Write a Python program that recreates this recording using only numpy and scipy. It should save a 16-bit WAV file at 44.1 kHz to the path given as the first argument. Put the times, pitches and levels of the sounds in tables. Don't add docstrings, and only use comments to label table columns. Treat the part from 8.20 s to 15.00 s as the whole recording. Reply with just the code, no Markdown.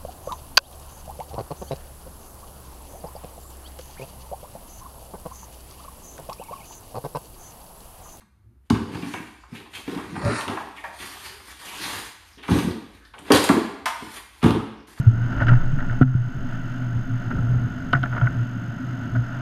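import sys
import numpy as np
from scipy import signal
from scipy.fft import rfft
from scipy.io import wavfile
from scipy.ndimage import uniform_filter1d

SR = 44100
rng = np.random.default_rng(int(sys.argv[2]) if len(sys.argv) > 2 else 0)


def decibels_to_gain(level_db):
    exponent = np.asarray(level_db, float) / 20
    return 10 ** exponent


def master(y):
    cut = np.clip(np.atleast_2d(y).T, -1, 1)
    pcm = np.round(cut * 32767)
    wavfile.write(sys.argv[1], SR, pcm.astype(np.int16))


N = 299868

# (time [s], crack level [dB], board ring level [dB], length [ms])
RIM_TAPS = [(0.4994, -25.5, -29, 6.9), (0.5441, -29.5, -33, 15), (0.749, -40, -36, 9),
            (0.823, -30.5, -38.5, 22.4), (0.9372, -25.5, -31, 5), (1.2314, -54, -52, 20),
            (1.349, -35, -60, 32), (1.4544, -45, -45, 16), (1.6774, -32, -38, 6.7), (1.774, -30.5, -38, 14),
            (1.959, -34, -30, 7), (2.0163, -41, -30.5, 8), (2.074, -45, -32, 11), (2.2096, -30, -46, 9.6),
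            (2.2803, -29, -29.5, 11), (2.2994, -40, -30, 11), (2.3717, -37, -27, 6.7),
            (2.563, -37, -47, 25)]
# (time [s], crack level [dB], board ring level [dB], length [ms])
BREAKS = [(4.176, -40.5, -51, 40), (4.281, -25, -25.5, 15), (4.384, -30, -41, 16), (4.936, -39, -39.5, 15),
          (4.9818, -33.5, -45, 10), (5.0754, -37, -41, 57), (5.1028, -20.5, -13.5, 26),
          (5.298, -29, -14, 6.3), (5.323, -28, -29, 8.7), (6.216, -34, -38, 40), (6.228, -21.5, -24.5, 11),
          (6.239, -20, -22.5, 13), (6.2582, -21, -23.5, 25), (6.3072, -20, -27.5, 2.9),
          (6.3492, -31, -29, 13), (5.366, -43, -26.5, 4.6), (6.6707, -59, -64, 7.4)]
# (time [s], crack level [dB], board ring level [dB], length [ms], crack
# centre [Hz])
SPLINTERS = [
    (0.5016, -17, -21.5, 3.5, 3600),
    (4.988, -39, -55, 4.1, 8500),
    (2.048, -30, -34, 3.1, 5550),
    (4.3113, -26.5, -26, 32, 3450),
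    (4.5095, -31, -42, 6.4, 3700),
    (4.849, -43.5, -67, 7.4, 3970),
    (5.1194, -6.5, -16.5, 6.5, 3430),
    (5.1462, -11, -23.5, 17, 3630),
    (5.2395, -16, -49, 6.9, 8850),
             (1.679, -33, -36, 2, 1500), (1.953, -40, -33.5, 3.4, 2500), (2.017, -34, -49, 2, 4000),
         (2.2, -42, -49, 2, 4500), (2.358, -34, -40, 4.2, 2000), (2.801, -31, -65, 4.5, 2500),
         (3.413, -45, -52, 4, 3400), (3.2, -42, -45, 2.8, 1900), (3.534, -39, -39.5, 3, 2810),
         (6.776, -40, -46, 2, 1500), (2.64, -30, -31, 2, 1700), (5.658, -15, -36, 1.5, 2000),
         (1.4, -36, -50, 3, 3000), (0.77, -35, -42, 3, 2500), (.938, -28.5, -30.5, 3.8, 1950),
         (1.234, -52, -44, 2, 1600), (2.28, -21.5, -34, 2.5, 2700), (2.3713, -36, -26.5, 3, 1700),
         (2.21, -24, -37, 2, 2600), (2.3, -30, -38, 2, 4000), (5.1198, -6, -27, 2, 6320),
         (5.2899, -13, -21, 1.9, 2200), (1.533, -35, -52, 12, 2500), (5.172, -16, -21, 3, 1700),
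         (2.092, -32, -31.5, 3, 1600), (2.19, -28, -32, 3, 1900), (5.4306, -34, -35, 3, 1750),
         (2.402, -35, -31, 2.8, 1600)]
# (time [s], crack level [dB], board ring level [dB], length [ms])
SCRAPS = [
    (1.5352, -33, -54, 12),
    (2.6396, -36, -31, 6.3),
    (4.227, -31, -40, 30),
    (5.29, -21, -16.5, 3.3),
    (5.657, -18, -18, 15),
    (5.6792, -25, -35, 14),
    (6.776, -47, -46, 2.1),
]
# (time [s], level [dB], pace [Hz])
RIM_BUMPS = [(0.504, -4, 263), (0.534, -18, 234), (0.56, -15.5, 263), (0.615, -28, 108),
             (0.746, -22.5, 137), (0.828, -21, 230), (0.867, -22, 234), (1, -24.5, 260),
             (1.323, -26.5, 184), (1.677, -23, 331), (1.761, -19, 268), (1.925, -24.5, 205),
             (1.973, -23, 215), (2.03, -20.5, 130), (2.044, -13, 122), (2.082, -17.5, 208),
             (2.294, -22, 292), (2.319, -23, 332), (2.398, -40, 306)]
# (time [s], level [dB], pace [Hz])
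KNEE_BLOWS = [
    (5.104, -2, 390),
    (5.123, -7.5, 302),
    (5.148, -9.5, 422),
    (5.296, -1.5, 284),
    (5.339, -13, 302),
    (5.366, -11.5, 327),
]
# (time [s], level [dB], pace [Hz])
TUMBLES = [(4.173, -41.5, 298), (4.289, -16, 290), (4.305, -9, 206), (4.321, -8, 215), (4.372, -10, 246),
           (4.445, -16, 211), (4.472, -18, 240), (4.505, -20, 219), (5.823, -27, 288), (5.87, -34, 215),
           (6.231, -10, 270), (6.243, -1, 241), (6.257, -3, 290), (6.283, -25, 197), (6.302, -11, 233),
           (6.349, -13.5, 324), (6.371, -13, 220), (6.427, -25, 242)]
# (time [s], level [dB], pace [Hz])
LANDINGS = [
    (0.519, -14, 105),
    (4.305, -13.5, 92.5),
    (4.45, -40, 103),
    (4.478, -36, 83),
    (5.13, -19, 98),
    (6.244, -10, 95),
    (6.289, -26, 88.8),
]
# (time [s], level [dB], pace [Hz])
KNOCKS = [(2.056, -25, 240), (2.098, -22, 380), (2.115, -23, 298), (5.108, -16, 480), (5.145, -13, 560),
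          (5.306, -8.5, 269), (.71, -25.5, 240), (4.56, -27, 310), (4.443, -12, 200), (4.472, -12, 235),
          (4.311, -16, 165), (5.366, -19, 300)]
# (peak [s], rise [s], fall [s], pressure [dB], weight on the bin [dB])
RUBS = [(0.004, .01, .04, -52, 6), (.47, .06, .03, -68, 0), (.892, .2, .3, -42, 12),
        (1.556, .06, .13, -39, 6), (2.21, .03, .06, -35, 0), (2.57, .03, .2, -48, 8),
        (2.82, .1, .4, -35.5, 0), (3.056, .08, .13, -36, -2), (3.308, .15, .08, -40.5, 4),
        (3.46, .14, .3, -36, 0), (3.645, .15, .24, -30, 4), (3.767, .2, .17, -32, 2),
        (4.08, .2, .2, -52, 3), (4.39, .15, .14, -32, 15), (4.75, .15, .12, -55, 12),
        (4.862, .05, .09, -57, -3), (4.96, .04, .3, -56, 16), (5.245, .05, .12, -28, 2),
        (5.976, .25, .06, -37.5, 2), (6.21, .2, .02, -50, 3), (6.675, .012, .3, -48, 4),
        (6.79, .05, .03, -49, 6)]
# (peak [s], rise [s], fall [s], pressure [dB], weight on the bin [dB])
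RATTLES = [(.535, .015, 0.31, -48, 9), (.748, 0.077, 0.16, -42, 1.5), (.952, 0.089, 0.12, -50, 4),
           (1.36, 0.084, 0.14, -44.5, -6), (1.686, 0.041, 0.55, -41.5, -2.5),
           (2.306, 0.063, 0.13, -40.5, -1), (2.41, 0.11, 0.19, -46, -8), (2.655, 0.02, 0.1, -45, -8),
           (4.3, 0.019, 0.17, -32, -1.5), (4.5, 0.085, 0.018, -44.5, 7), (5.08, .1, 0.088, -43, -10),
           (5.135, 0.015, 0.14, -18, -14), (5.31, .015, 0.095, -39.5, 12), (5.68, 0.016, 0.048, -32.5, -25),
           (5.82, 0.025, 0.18, -62, 5)]
# (peak [s], rise [s], fall [s], pressure [dB], weight on the bin [dB])
DRAGS = [
    (1.97, .1, 0.09, -47, 8.5),
    (2.07, .1, 0.11, -35, -4),
    (2.19, .25, 0.055, -31.5, -24),
]
# (peak [s], rise [s], fall [s], level [dB], patch pitch [Hz])
SLIDES = [(2.001, 0.043, 0.067, -36.5, 1040), (2.06, 0.063, 0.096, -30.5, 457),
          (2.099, 0.082, 0.12, -31.5, 1370), (2.19, .06, 0.14, -34.5, 1124),
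          (2.119, 0.065, 0.096, -42, 4450), (2.18, 0.089, 0.095, -44.5, 5370), (2.33, .04, 0.043, -35, 915),
          (2.41, 0.041, 0.04, -37.5, 844), (2.47, .03, 0.035, -43, 957), (2.58, 0.021, 0.051, -41, 2300),
          (2.645, .03, 0.12, -40, 690), (2.74, 0.051, 0.033, -46, 890), (2.81, 0.019, 0.056, -55, 2500),
          (2.93, .12, 0.3, -50.5, 1000), (3.055, 0.027, 0.039, -42, 2570), (3.06, 0.042, .08, -42, 4240),
          (3.43, 0.021, 0.07, -46, 918), (3.49, 0.057, 0.069, -42, 2900), (3.54, 0.023, .05, -39.5, 2800),
          (3.629, 0.053, 0.11, -36, 4530), (3.66, 0.072, 0.052, -40.5, 1000), (3.76, .05, 0.093, -50, 1770),
          (3.86, 0.031, 0.05, -48, 1860), (.95, 0.014, 0.086, -38.5, 2100),
          (1.233, 0.0075, 0.034, -58, 843), (1.55, 0.018, 0.066, -38, 3000),
          (1.79, 0.031, 0.038, -38, 1000), (4.96, .03, .12, -54, 560), (5.67, 0.011, 0.084, -32, 1050),
          (4.7, 0.13, 0.12, -66, 763),
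          (2.11, .02, 0.03, -35, 2400), (5.13, .02, 0.11, -33, 520), (5.17, .04, 0.24, -36.5, 3130),
          (6.28, 0.028, .08, -31, 483), (1.7, 0.022, .15, -49.5, 660), (4.35, 0.046, 0.27, -42, 590),
          (3.13, 0.059, .1, -55, 397), (.3, .2, 0.22, -68, 280), (0.27, 0.17, 0.089, -56, 121),
          (2.65, .015, .06, -40, 1680), (6.78, .006, .03, -47, 1300), (1.22, 0.09, 0.13, -64, 5600),
          (4.14, 0.088, 0.15, -59, 5000), (6.6, .12, .1, -66, 4700), (4.85, .12, 0.095, -57, 1620),
          (5.42, 0.1, 0.18, -37, 283), (4.2, 0.029, 0.12, -47.5, 325), (2.09, .04, 0.057, -31, 296),
          (5.3, 0.011, 0.09, -33, 2300), (6.29, .05, .1, -43, 3200), (6.27, .035, .14, -33, 1150),
          (4.39, .02, .07, -38, 3600), (.02, .018, .12, -60, 190), (3.57, .06, .1, -48, 310)]

# (grit [dB], paper fizz [dB], board [dB], bin [dB])
RUB_MIX = (0, -6, -4.5, -12)
RATTLE_MIX = (1, -9.5, 3, 12.5)
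DRAG_MIX = (1, -9.5, 4, 10)
WEIGHT_SHARE = 0.033, -0.05, 0.25, 1

# (frequency [Hz], level [dB], t60 [s])
BOARD = [(752, 2, 0.02), (803, -4, 0.057), (888, 5, 0.02), (1037, 7.5, 0.01), (1141.5, -1, 0.05),
         (1232, -4.5, 0.025), (1370, 0, 0.02), (1499, -6.5, 0.047), (1640, 1.5, 0.018), (1915, -4.5, 0.04),
         (2020, 4, 0.0078), (2396, -2.5, 0.012), (2636, -0.5, 0.015)]
# (frequency [Hz], level [dB], t60 [s])
BIN = [(70.7, -8.5, 0.089), (87, 3.5, 0.036), (117, -17, 0.19), (156, -19, 0.022), (190, 4, 0.043),
       (215, -6.5, 0.13), (234, -4.5, 0.07), (244, -24.5, 0.07), (287.8, 6, 0.038), (323.2, -10, 0.17),
       (357.1, -8, 0.13), (390, 1.5, 0.04), (456, -4.5, 0.084), (491, -1, 0.03)]
# (frequency [Hz], level [dB per Hz])
CRACK = [(1060, -47.5), (1800, -8), (2800, -7), (3600, -5.5), (4550, -5.5), (4940, -7.5), (7890, -12),
         (9280, -12.5), (14200, -33), (15500, -45)]
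# (frequency [Hz], level [dB per Hz])
GRIT = [(1060, -10), (1800, 1), (2420, -0.5), (2630, -3.5), (3250, -1.5), (4810, -5), (5420, -10),
        (7000, -16), (9100, -38), (15400, -120)]
# (frequency [Hz], level [dB per Hz])
FIZZ = [(3530, -54), (6000, -4.5), (7830, -4), (9180, -4), (13000, -17), (14500, -29), (15300, -13),
        (15500, -17)]
# (frequency [Hz], level [dB per Hz])
RIM_GRIT = [(1060, -30), (1800, -2.5), (2020, -6.5), (3330, -22), (4320, -11), (5770, -17.5), (6320, -40),
            (7000, -36), (9100, -59), (15400, -120)]
# (frequency [Hz], level [dB per Hz])
RIM_FIZZ = [(3530, -43), (6000, -9), (6580, 3.5), (9620, 5), (11600, -16), (12900, -52), (13500, -62)]
# (frequency [Hz], t60 [s], level [dB])
ROOM = [(59, 0.64, -10), (119, 0.4, -0.5), (250, 0.64, -2), (477, 0.71, -0.5), (1000, 0.79, 2),
        (2500, 0.92, 0), (6060, 0.7, 2.5), (12100, 0.59, 2)]
# (frequency [Hz], level [dB per Hz])
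AIR = [(30, 6), (60, 3), (100, -5), (180, -14), (300, -21), (600, -31), (1300, -28), (3000, -41),
       (6000, -45), (10000, -45), (14000, -54)]
# (frequency [Hz], level [dB])
MIC = [(20, -48), (50, -1), (62, 5), (120, 0.5), (152, -5.5), (200, -0.5), (7600, -3), (7950, -6.5),
       (8300, -1), (14400, 9.5), (15300, -23)]

CRACK_HZ, RING_HZ, SCRAP_RING_HZ = 2500, 860, 1600
BUMP_TURNS, KNEE_TURNS, TUMBLE_TURNS, LANDING_TURNS, KNOCK_TURNS = 2.53, 2.58, 1.72, 1.93, 2.8
STROKE_DB, SWELL_DB = -5.5, -20
PATCH_SPREAD, PATCH_CYCLES = 0.157, 18
CHATTER_PER_S, CHATTER_DB = 2400, 4
ROOM_DB, AIR_DB = -2, -57
HUM_HZ, HUM_DB = 61.4, -73


def evened(x):
    return x / np.sqrt(np.mean(x ** 2) + 1e-20)


def peaked(x, ms=5):
    return x / np.sqrt(uniform_filter1d(x ** 2, int(ms * SR / 1000)).max() + 1e-20)


def read(points, hz):
    f, value = np.transpose(points)
    return np.interp(np.log(hz + 1), np.log(f + 1), value)


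def near(hz, centre_hz, fall_db):
    return -fall_db * np.log2(np.asarray(hz) / centre_hz) ** 2


def add(mix, s, sound):
    part = mix[round(s * SR):][:len(sound)]
    part += sound[:len(part)]


def colour(points, size=1024):
    hz = abs(np.fft.fftfreq(4 * size, 1 / SR))
    log_gain = np.log(decibels_to_gain(np.maximum(read(points, hz), -80)))
    minimum_phase = np.exp(np.conj(signal.hilbert(log_gain)))
    taps = np.fft.ifft(minimum_phase).real[:size]
    return taps / np.linalg.norm(taps)


def ring(modes, tilt_db=0, detune=1, size=12000):
    hz, db, t60 = np.transpose(modes)[:, :, None]
    t = np.arange(size) / SR
    sign = (-1) ** np.arange(len(hz))[:, None]
    swell_in = 1 - np.exp(-t * hz / 0.43)
    decay = decibels_to_gain(db + tilt_db - 60 * t / t60)
    answer = (sign * swell_in * decay * np.sin(2 * np.pi * hz * detune * t)).sum(0)
    return answer / np.linalg.norm(answer)


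def grains(count, per_s, spread_db):
    size = decibels_to_gain(spread_db * np.minimum(rng.exponential(1, count), 5))
    happens = rng.random(count) < per_s / SR
    return evened(size * rng.standard_normal(count) * happens)


def snap(s, crack_db, crack_hz, board_db, board_hz, ms):
    t = np.arange(4000) / SR
    length = max(ms, 1) / 1000
    rise = length * np.clip(0.16 * decibels_to_gain(-0.6 * (board_db + 52)), 0.04, 0.5)
    burst = grains(len(t), 12000, 0.34) * np.exp(-t / length) * np.minimum(t / rise, 1)
    hardness = np.clip(decibels_to_gain(0.5 * (board_db + 27)), 0, 1)
    burst[:8] += hardness * 1.65 * np.hanning(8)

    hz, db = np.transpose(CRACK)
    reach_db = 0.9 * crack_db + 5.5
    lift_db = np.maximum(near(hz, crack_hz, 24), reach_db)
    crack = signal.oaconvolve(burst, colour(np.transpose([hz, db + lift_db]), size=256))

    tilt_db = near(np.array(BOARD)[:, :1], board_hz, 5)
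    detune = rng.uniform(0.899, 1.032)
    board = signal.oaconvolve(burst, ring(BOARD, tilt_db, detune, size=2500))
    out = decibels_to_gain(board_db - 2) * peaked(board)
    add(out, 0, decibels_to_gain(crack_db - 9) * peaked(crack))
    return s, out


def thud(s, db, hz, turns):
    t = np.arange(int(max(turns, 0.5) * SR / hz)) / SR
    push = signal.windows.hann(len(t)) * np.sin(2 * np.pi * hz * t)
    strike_spot_db = 2.5 * rng.standard_normal((len(BIN), 1))
    tilt_db = near(np.array(BIN)[:, :1], hz, 7) + strike_spot_db
    boom = signal.oaconvolve(push, ring(BIN, tilt_db, size=9000))
    add(boom, 0, 1.53 * np.abs(boom).max() * push)
    return s, decibels_to_gain(db - 8) * peaked(boom, 15.7)


def swell(s, rise, fall, db, weight_db, mix_db):
    layers_db = db + np.array(mix_db) + weight_db * np.array(WEIGHT_SHARE)
    start, end = max(s - max(rise, 0.01), 0), s + max(fall, 0.015)
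    faint_db = layers_db + SWELL_DB
    return [(start, *faint_db), (s, *layers_db), (end, *faint_db)]


def stroke(rows, grit, fizz):
    s, *levels_db = np.transpose(rows)
    t = np.arange(s[0], s[-1], 1 / SR)
    textures = (11600, 2.3), (15800, 0.59), (2450, 3.2), (1493, 3.25)
    drives = [grains(SR, per_s, db)[:len(t)] for per_s, db in textures]
    wander = evened(uniform_filter1d(rng.standard_normal(SR), 500))
    judder = decibels_to_gain(1.36 * wander)[:len(t)]
    fade = signal.windows.tukey(len(t), 900 / len(t))
    bin_tilt_db = near(np.array(BIN)[:, :1], 207, 1.6)
    bodies = colour(grit), colour(fizz), ring(BOARD, size=4000), ring(BIN, bin_tilt_db)
    out = np.zeros(len(t) + 12000)
    for drive, db, body in zip(drives, levels_db, bodies):
        pressed = drive * judder * decibels_to_gain(np.interp(t, s, db) + STROKE_DB) * fade
        add(out, 0, signal.oaconvolve(pressed, body))
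    return s[0], out


def patchy(x, depth_db=2.2):
    z = signal.stft(x, nperseg=512)[2]
    flicker = rng.standard_normal(z.shape[::-1]).T
    patches = uniform_filter1d(uniform_filter1d(flicker, 8, 0), 9, 1)
    return signal.istft(z * decibels_to_gain(depth_db * evened(patches)), nperseg=512)[1][:len(x)]


def slide(s, rise, fall, db, hz):
    rise, fall = max(rise, 0.005), max(fall, 0.015)
    t = np.arange(-rise, fall, 1 / SR)
    spacing = PATCH_SPREAD * np.linspace(-1.5, 1.5, num=7)
    pitch = hz * np.exp(spacing + 0.036 * rng.standard_normal(7))
    modes = np.transpose([pitch, near(pitch, hz, 47), PATCH_CYCLES / pitch])
    hiss, wander = rng.standard_normal((2, SR // 2))[:, :len(t)]
    grip = uniform_filter1d(wander, 30) * np.sqrt(SR / CHATTER_PER_S)
    chatter = evened(hiss * decibels_to_gain(CHATTER_DB * grip))
    level = decibels_to_gain(db + np.interp(t, [-rise, 0, fall], [SWELL_DB, 0, SWELL_DB]))
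    return s - rise, signal.oaconvolve(chatter * level, ring(modes, size=3000))


def walls():
    tails = []
    for _ in range(3):
        taps = np.zeros(SR)
        at = np.arange(160, SR - 20, 20)
        taps[at + rng.integers(0, 20, len(at))] = rng.choice([-1., 1.], len(at))
        hz, t, z = signal.stft(taps, SR, nperseg=512)
        t60, db = (read(np.array(ROOM)[:, [0, c]], hz)[:, None] for c in (1, 2))
        early = 0.51 * decibels_to_gain(-60 * t / 0.15)
        late = decibels_to_gain(db - 60 * t / np.maximum(t60, 0.1))
        tail = signal.istft(z * (late + early), SR, nperseg=512)[1]
        tail[:160] = 0
        tails.append(tail / np.linalg.norm(tail))
    return tails


def room(x, tails):
    turn = np.arange(N) / SR * 2.3
    echo = np.zeros(N)
    for k, tail in enumerate(tails):
        share = np.sqrt(2 / 3) * np.cos(np.pi * (turn + k / 3))
        echo += signal.oaconvolve(x * share, tail)[:N]
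    return echo


def air():
    wash = evened(signal.oaconvolve(rng.standard_normal(N), colour(AIR, size=8192))[:N])
    waver = 1 + 0.47 * evened(uniform_filter1d(rng.standard_normal(N), 3000))
    hum = waver * np.sin(2 * np.pi * HUM_HZ * np.arange(N) / SR)
    return decibels_to_gain(AIR_DB) * wash + decibels_to_gain(HUM_DB) * hum


def scene():
    work, rubbing = np.zeros(N), np.zeros(N)
    plain_snaps = [(*row, CRACK_HZ) for row in RIM_TAPS + BREAKS]
    for s, crack_db, board_db, ms, hz in plain_snaps + SPLINTERS:
        add(work, *snap(s, crack_db, hz, board_db, RING_HZ, ms))
    for s, crack_db, board_db, ms in SCRAPS:
        add(work, *snap(s, crack_db, CRACK_HZ, board_db, SCRAP_RING_HZ, ms))

    for rows, turns in ((RIM_BUMPS, BUMP_TURNS), (KNEE_BLOWS, KNEE_TURNS), (TUMBLES, TUMBLE_TURNS),
                        (LANDINGS, LANDING_TURNS), (KNOCKS, KNOCK_TURNS)):
        for row in rows:
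            add(work, *thud(*row, turns))

    for rows, mix_db, grit, fizz in ((RUBS, RUB_MIX, GRIT, FIZZ), (RATTLES, RATTLE_MIX, GRIT, FIZZ),
                                     (DRAGS, DRAG_MIX, RIM_GRIT, RIM_FIZZ)):
        for row in rows:
            add(rubbing, *stroke(swell(*row, mix_db), grit, fizz))
    work += patchy(rubbing)

    for row in SLIDES:
        add(work, *slide(*row))
    return (work + decibels_to_gain(ROOM_DB) * room(work, walls()) + air())[None]


def band_limit(x):
    return signal.sosfilt(signal.butter(12, 15140, fs=SR, output="sos"), x)


def record(dry):
    taps = colour(MIC, size=4096)
    unit_gain = abs(rfft(taps)[93])
    heard = signal.oaconvolve(dry, taps[None] / unit_gain)[:, :N]
    limited = 1.5 * np.tanh(heard / 1.5)
    return band_limit(limited)


dry = scene()
out = record(dry)
master(out)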